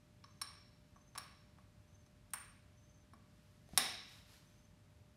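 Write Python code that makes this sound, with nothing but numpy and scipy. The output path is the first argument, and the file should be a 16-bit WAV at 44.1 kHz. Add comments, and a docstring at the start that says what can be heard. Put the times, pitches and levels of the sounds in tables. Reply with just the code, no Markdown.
"""Brass cap snapping onto a machine arm

A brass cap is pushed onto the arm of a sewing machine in a small tiled room: its rim catches and slips with
light clicks, then snaps home with a loud ring. Noise bursts excite metal modes and a decaying room response.
Decaying sines give dull thumps, swelling noise a sleeve's rustle; a faint hum, air noise and the
pitch-arched trills of a far insect lie underneath."""
import sys
import numpy as np
from scipy import signal
from scipy.fft import rfft, irfft, next_fast_len
from scipy.io import wavfile
from scipy.ndimage import uniform_filter1d, map_coordinates

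SR = 44100
rng = np.random.default_rng(int(sys.argv[2]) if len(sys.argv) > 2 else 0)


def put_to_file(sound):
    """Save the sound as 16-bit audio at rate SR, in the file named by the first command-line argument."""
    columns = np.atleast_2d(sound).T  # one column per channel
    safe = np.clip(columns, -1, 1)
    whole_steps = np.round(safe * 32767)
    wavfile.write(sys.argv[1], SR, whole_steps.astype(np.int16))


N = 227600  # samples in the scene
SIZE = 8192  # samples in one click
HZ = np.fft.rfftfreq(SIZE, 1 / SR)  # frequencies of one click


def amp(db):
    """Level: decibels to an amplitude ratio."""
    return 10 ** (np.asarray(db) / 20)


def unit(x):
    """Normalisation: scale to rms 1."""
    return x / np.sqrt(np.mean(x ** 2) + 1e-20)


def along(points, hz):
    """Interpolation: (f/Hz, value) points read on a logarithmic frequency axis."""
    f, value = np.transpose(points)
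    return np.interp(np.log(hz + 1), np.log(f), value)


def add(track, s, sound):
    """Superposition: mix a sound into a track at time s, in seconds."""
    part = track[round(s * SR):][:len(sound)]
    part += sound[:len(part)]


def wobble(rate):
    """Slow random modulation: a smooth curve through random knots, rate of them a second."""
    knots = rng.standard_normal(int(N * rate / SR) + 4)
    return map_coordinates(knots, [np.arange(N) * rate / SR])


def filtered(x, response):
    """Linear filtering: multiply the spectrum of x by a response of frequency."""
    size = next_fast_len(N + SR // 2)
    spectrum = rfft(x, size) * response(np.fft.rfftfreq(size, 1 / SR))
    return irfft(spectrum, size)[:N]


def noise(spectrum):
    """Spectral shaping: white noise coloured by (f/Hz, level/dB) points, at rms 1."""
    return unit(filtered(rng.standard_normal(N), lambda hz: amp(along(spectrum, hz))))


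# Rim contacts: a hard edge is bright, a blunt push knocks, a scraping edge has bite, the spot touched sets the ping.
# Columns: t/s, chatter length/s, level/dB, brightness/(dB per octave), knock/dB, bite/dB, ping/dB,
# cap ring/dB, arm ring/dB
RIM_CONTACTS = [ (0.2403, 0.0056, -27.5, -9, -28, 12.5, -10, 14, -14),
                (0.415, 0.006, -18, -1.86, -5, 4, -1, 15, -6),
                (0.9605, 0.0056, -31, -12, -3, 0, 0, 12.5, 2),
                (1.1521, 0.01, -14, -7, -4, 0.5, -4.5, 4, -8),
                (1.1774, 0.0074, -15, -1.5, -1, -1.5, -4.5, 10, -4.5),
                (1.585, 0.0017, -27.5, -8.5, -2, -15, 2, 4, 0), (2.064, .003, -46, -5, 2, 5, 0, 12, 1),
                (2.305, .005, -54, 1.5, 3, -1, -2, 9, 1),
                (2.3355, 0.0055, -8.3, -0.37, -12.5, -11, 9.5, 1.5, -15),
                (3.135, 0.0051, -33.5, -6.5, 6, -7, -4, 18.5, 6.5),
                (3.69, 0.0016, -34.5, -2.5, 17, -11.5, 0, -9, -4),
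                (3.7346, .0018, -34.5, -6.5, 19, 2, 0, -3, 5.5),
                (3.7757, 0.0049, -2, 0.44, 0.45, -0.7, 0.5, -1, 6.5)]
ROOM_DB, ROOM_GROWS = 2.93, 0.18  # room level/dB at a 0 dB contact; dB more per dB: hard blows shake all


def cap():
    """Excitation and response: each slip or snap of the rim rings the metal and then the room."""
    out = np.zeros(N)
    for s, length, level_db, *contact in RIM_CONTACTS:
        gain = colour(level_db, *contact)
        add(out, s, click(length, gain))
        add(out, s, singing(gain))
        room_gain = amp(ROOM_DB + ROOM_GROWS * level_db)
        add(out, s, room_gain * signal.fftconvolve(irfft(causal(gain)), room_tail()))
    return out


def click(length, gain):
    """Source-filter principle: chatter, evened in strength over frequency, rings the metal."""
    blows = rfft(chatter(length))
    smooth_power = uniform_filter1d(np.abs(blows) ** 2, size=36)
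    strength = np.sqrt(np.abs(smooth_power))
    return irfft(blows * causal(gain / strength))


def chatter(length, release=0.012, spiky_db=3, catch_db=6.0, catch_t60=0.0026):
    """Stick-slip friction: a sharp catch, a scrape of uneven tiny blows, then seating; times in seconds."""
    t = np.arange(SIZE) / SR
    uneven = np.repeat(rng.standard_normal(SIZE // 16), 16)  # held for 16 samples at a time
    scrape = amp(-60 * np.maximum(t - length, 0) / release + spiky_db * uneven)
    catch = amp(catch_db - 60 * t / catch_t60)
    return (scrape + catch) * rng.standard_normal(SIZE)


# Modes of the thin brass cap: f/Hz, width/Hz, level/dB before the contact's cap ring
CAP_MODES = [(1132, 96, 4.5), (1654, 80, -3), (2290, 108, -4.5), (4020, 90, 2), (4430, 38, 2),
             (5453, 78, 11), (8820, 94, 5.5), (8870, 67, 12), (10060, 100, 1), (11020, 130, 11),
             (14400, 130, 4.5), (15020, 70, 4.5)]
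# Modes of the heavy machine arm: f/Hz, width/Hz, level/dB before the contact's arm ring
ARM_MODES = [(750, 120, 3), (1120, 74, 2), (1710, 79, -1.5), (1980, 70, 1.5), (2250, 160, -2.5),
             (3822, 230, 7), (5390, 340, 6.5), (9100, 160, 5), (9670, 160, 5), (11070, 350, 9),
             (12100, 300, 1.5)]
# Dense small modes of the metal, a spectrum shared by all contacts: f/Hz, level/dB
MODE_BED = [(170, -51.5), (230, -10), (530, -7.5), (720, -1), (1500, 0), (3000, -0.74), (6500, -1.17),
            (9000, -0.2), (12000, -5), (15300, -13)]
BRIGHT_FROM_HZ, KNOCK_BELOW_HZ = 1034, 765
BITE_HZ, BITE_OCTAVES = 4500, 0.94
PING_HZ, PING_WIDTH_HZ = 8880, 300  # the rim's own high mode


def colour(level_db, bright, knock_db, bite_db, ping_db, cap_db, arm_db):
    """Modal superposition: cap and arm modes stand over a dense bed, tilted by the kind of contact."""
    cap_power = amp(2 * cap_db) * resonances(CAP_MODES)
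    arm_power = amp(2 * arm_db) * resonances(ARM_MODES)
    ring = np.sqrt(1 + cap_power + arm_power)
    tilt = bright * np.log2(np.maximum(HZ / BRIGHT_FROM_HZ, 1))
    knock = knock_db / (1 + (HZ / KNOCK_BELOW_HZ) ** 12)
    bite = bite_db * np.exp(-(np.log2((HZ + 1) / BITE_HZ) / BITE_OCTAVES) ** 2)
    ping = ping_db * np.exp(-((HZ - PING_HZ) / PING_WIDTH_HZ) ** 2)
    return ring * amp(level_db + along(MODE_BED, HZ) + tilt + knock + bite + ping)


def resonances(modes):
    """Damped resonance: each mode adds a Lorentzian peak of power, as wide as its damping."""
    return sum(amp(2 * db) / (1 + (2 * (HZ - hz) / width) ** 2) for hz, width, db in modes)


def causal(gain):
    """Minimum phase: a folded cepstrum gives the response with this gain that rings only after the blow."""
    cepstrum = irfft(np.log(gain + 1e-9))
    cepstrum[1:SIZE // 2] *= 2
    cepstrum[SIZE // 2 + 1:] = 0
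    return np.exp(rfft(cepstrum))


# Least damped modes, which sing on after each click: f/Hz, level/dB re the click's colour before sing_db, t60/s
SINGING_MODES = [(1110, -68, .55), (1682, -67, .6), (3902, -68, .75), (5519, -60, .65), (8875, -66, .45),
                 (10060, -65, .3), (10930, -68, .28)]


def singing(gain, sing_db=-1):
    """Free decay: fading pure tones, each scaled by the click's colour at its pitch."""
    t = np.arange(SR) / SR
    out = np.zeros(SR)
    for hz, db, t60 in SINGING_MODES:
        decay = amp(sing_db + db - 60 * t / t60)
        out += np.interp(hz, HZ, gain) * decay * np.sin(2 * np.pi * hz * t)
    return out


# Reverberation time of the tiled room: f/Hz, t60/s
ROOM_DECAY = [(200, .65), (900, 0.54), (2500, 0.84), (5000, 0.81), (9000, 0.42), (14000, 0.37)]
# Colour of the room's answer, before the level of each source in it: f/Hz, level/dB
ROOM_COLOUR = [(200, 9.5), (900, -4), (2500, -0.5), (5000, -5.5), (7500, -11.5), (9000, -8.5),
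               (11000, -15.5), (15000, -7.5)]


def room_tail(delay=.007, rise=0.00045):
    """Reverberation: delayed noise whose bands decay each at their own rate; delay and rise in seconds."""
    hz, t, z = signal.stft(rng.standard_normal(SR), SR, nperseg=256)
    decay = amp(-60 * t / along(ROOM_DECAY, hz)[:, None])
    # even out the bands' energy, then colour them
    band_norm = np.sqrt(np.mean(decay ** 2, axis=1, keepdims=True) * SR)
    decay *= amp(along(ROOM_COLOUR, hz))[:, None] / band_norm
    tail = signal.istft(z * decay, SR, nperseg=256)[1]
    onset = 1 - np.exp(-np.arange(len(tail)) / SR / rise)
    return np.pad(tail * onset, (round(delay * SR), 0))


# Soft pushes of the hand through the machine: t/s, direct level/dB, f/Hz, t60/s
PUSHES = [(3.134, -57, 223, 0.062), (3.7342, -41.5, 181.4, 0.039), (3.779, -53, 232, 0.31)]


def thumps(room_db=-7):
    """Damped oscillation: the machine arm gives dully under the push, and the room answers."""
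    out, t = np.zeros(N), np.arange(SR // 3) / SR
    for s, db, hz, t60 in PUSHES:
        push = amp(db - 60 * t / t60) * np.sin(2 * np.pi * hz * t)
        add(out, s, push)
        add(out, s, amp(room_db) * signal.fftconvolve(push, room_tail()))
    return out


# Sleeve strokes: t/s at the peak, level/dB rms, half length/s
STROKES = [(3.48, -79.5, 0.23), (3.835, -62.5, 0.11), (4.137, -65, 0.088), (4.336, -66.5, 0.084),
           (4.453, -76, 0.22)]
# Spectrum of brushing cloth: f/Hz, relative level/dB per Hz
CLOTH_SPECTRUM = [(300, -6.5), (1000, 1), (2200, 1), (5000, 1), (8000, -5.5), (12500, -6.5), (15500, -22.5)]
SLEEVE_REST_DB = -91.5  # cloth on the nearly still arm


def sleeve(grain_db=0.5):
    """Friction noise: cloth brushes unevenly, and each stroke of the arm swells and fades in power."""
    t = np.arange(N) / SR
    power = amp(2 * SLEEVE_REST_DB)
    for s, db, half in STROKES:
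        power = power + (amp(db) * np.exp(-((t - s) / half) ** 2)) ** 2
    rustle = unit(noise(CLOTH_SPECTRUM) * amp(grain_db * wobble(180)))
    return np.sqrt(power) * rustle


# Trills of a far insect: t/s, level/dB before the syllables, length/s
TRILLS = [(.246, -82, 0.19), (.954, -80, 0.18), (1.878, -81, 0.18), (2.768, -80.5, 0.24),
          (3.659, -82.5, 0.15), (4.46, -83.5, 0.2)]


def chirps(pitch_hz=6080, arch_hz=170, syllable_hz=17, depth=0.59, blur=0.9):
    """Modulation and multipath: trills arch in pitch and are blurred by reflections on their long way."""
    t = np.arange(SR // 3) / SR
    level, hz = np.zeros(N), np.full(N, float(pitch_hz))
    for s, db, length in TRILLS:
        gate = np.clip(t / 0.0068, 0, 1) * amp(-60 * np.maximum(t - length, 0) / 0.16)
        syllables = 1 + depth * np.sin(2 * np.pi * syllable_hz * t)
        add(level, s, amp(db) * gate * syllables)
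        add(hz, s, arch_hz * np.sin(np.pi * np.clip(t / (length * 1.35), 0, 1)))
    paths = 1 + blur * (wobble(260) + 1j * wobble(260))
    carrier = np.exp(2j * np.pi * np.cumsum(hz) / SR)
    return level * unit(np.real(paths * carrier))


# Hum partials of an appliance: f/Hz, level/dB rms
HUM_PARTIALS = [(99.5, -74), (598.8, -80.5)]
# Spectrum of room rumble and hiss: f/Hz, relative level/dB per Hz
AIR_SPECTRUM = [(22, -39), (33, -19.5), (48, -4), (110, -2.5), (200, -7.5), (330, -18), (520, -24),
                (1000, -26), (1600, -27.5), (5000, -34), (11800, -41), (14000, -48), (15500, -64)]
AIR_DB = -65.5  # rms


def background(drift=0.18):
    """Stationary sources: steady hum partials, drifting a little in phase, over broadband room noise."""
    t = np.arange(N) / SR
    hum = np.zeros(N)
    for hz, db in HUM_PARTIALS:
        phase = 2 * np.pi * hz * t + drift * wobble(8.6)
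        hum += amp(db) * np.sqrt(2) * np.sin(phase)
    return hum + amp(AIR_DB) * noise(AIR_SPECTRUM)


def scene():
    """Superposition: all sources add at one microphone."""
    return (cap() + thumps() + sleeve() + chirps() + background())[None]


TOP_HZ = 15800


def record(dry):
    """Band limiting: a steep low-pass removes nearly everything above TOP_HZ."""
    return np.array([filtered(x, lambda hz: 1 / (1 + (hz / TOP_HZ) ** 120)) for x in dry])


dry = scene()
out = record(dry)
put_to_file(out)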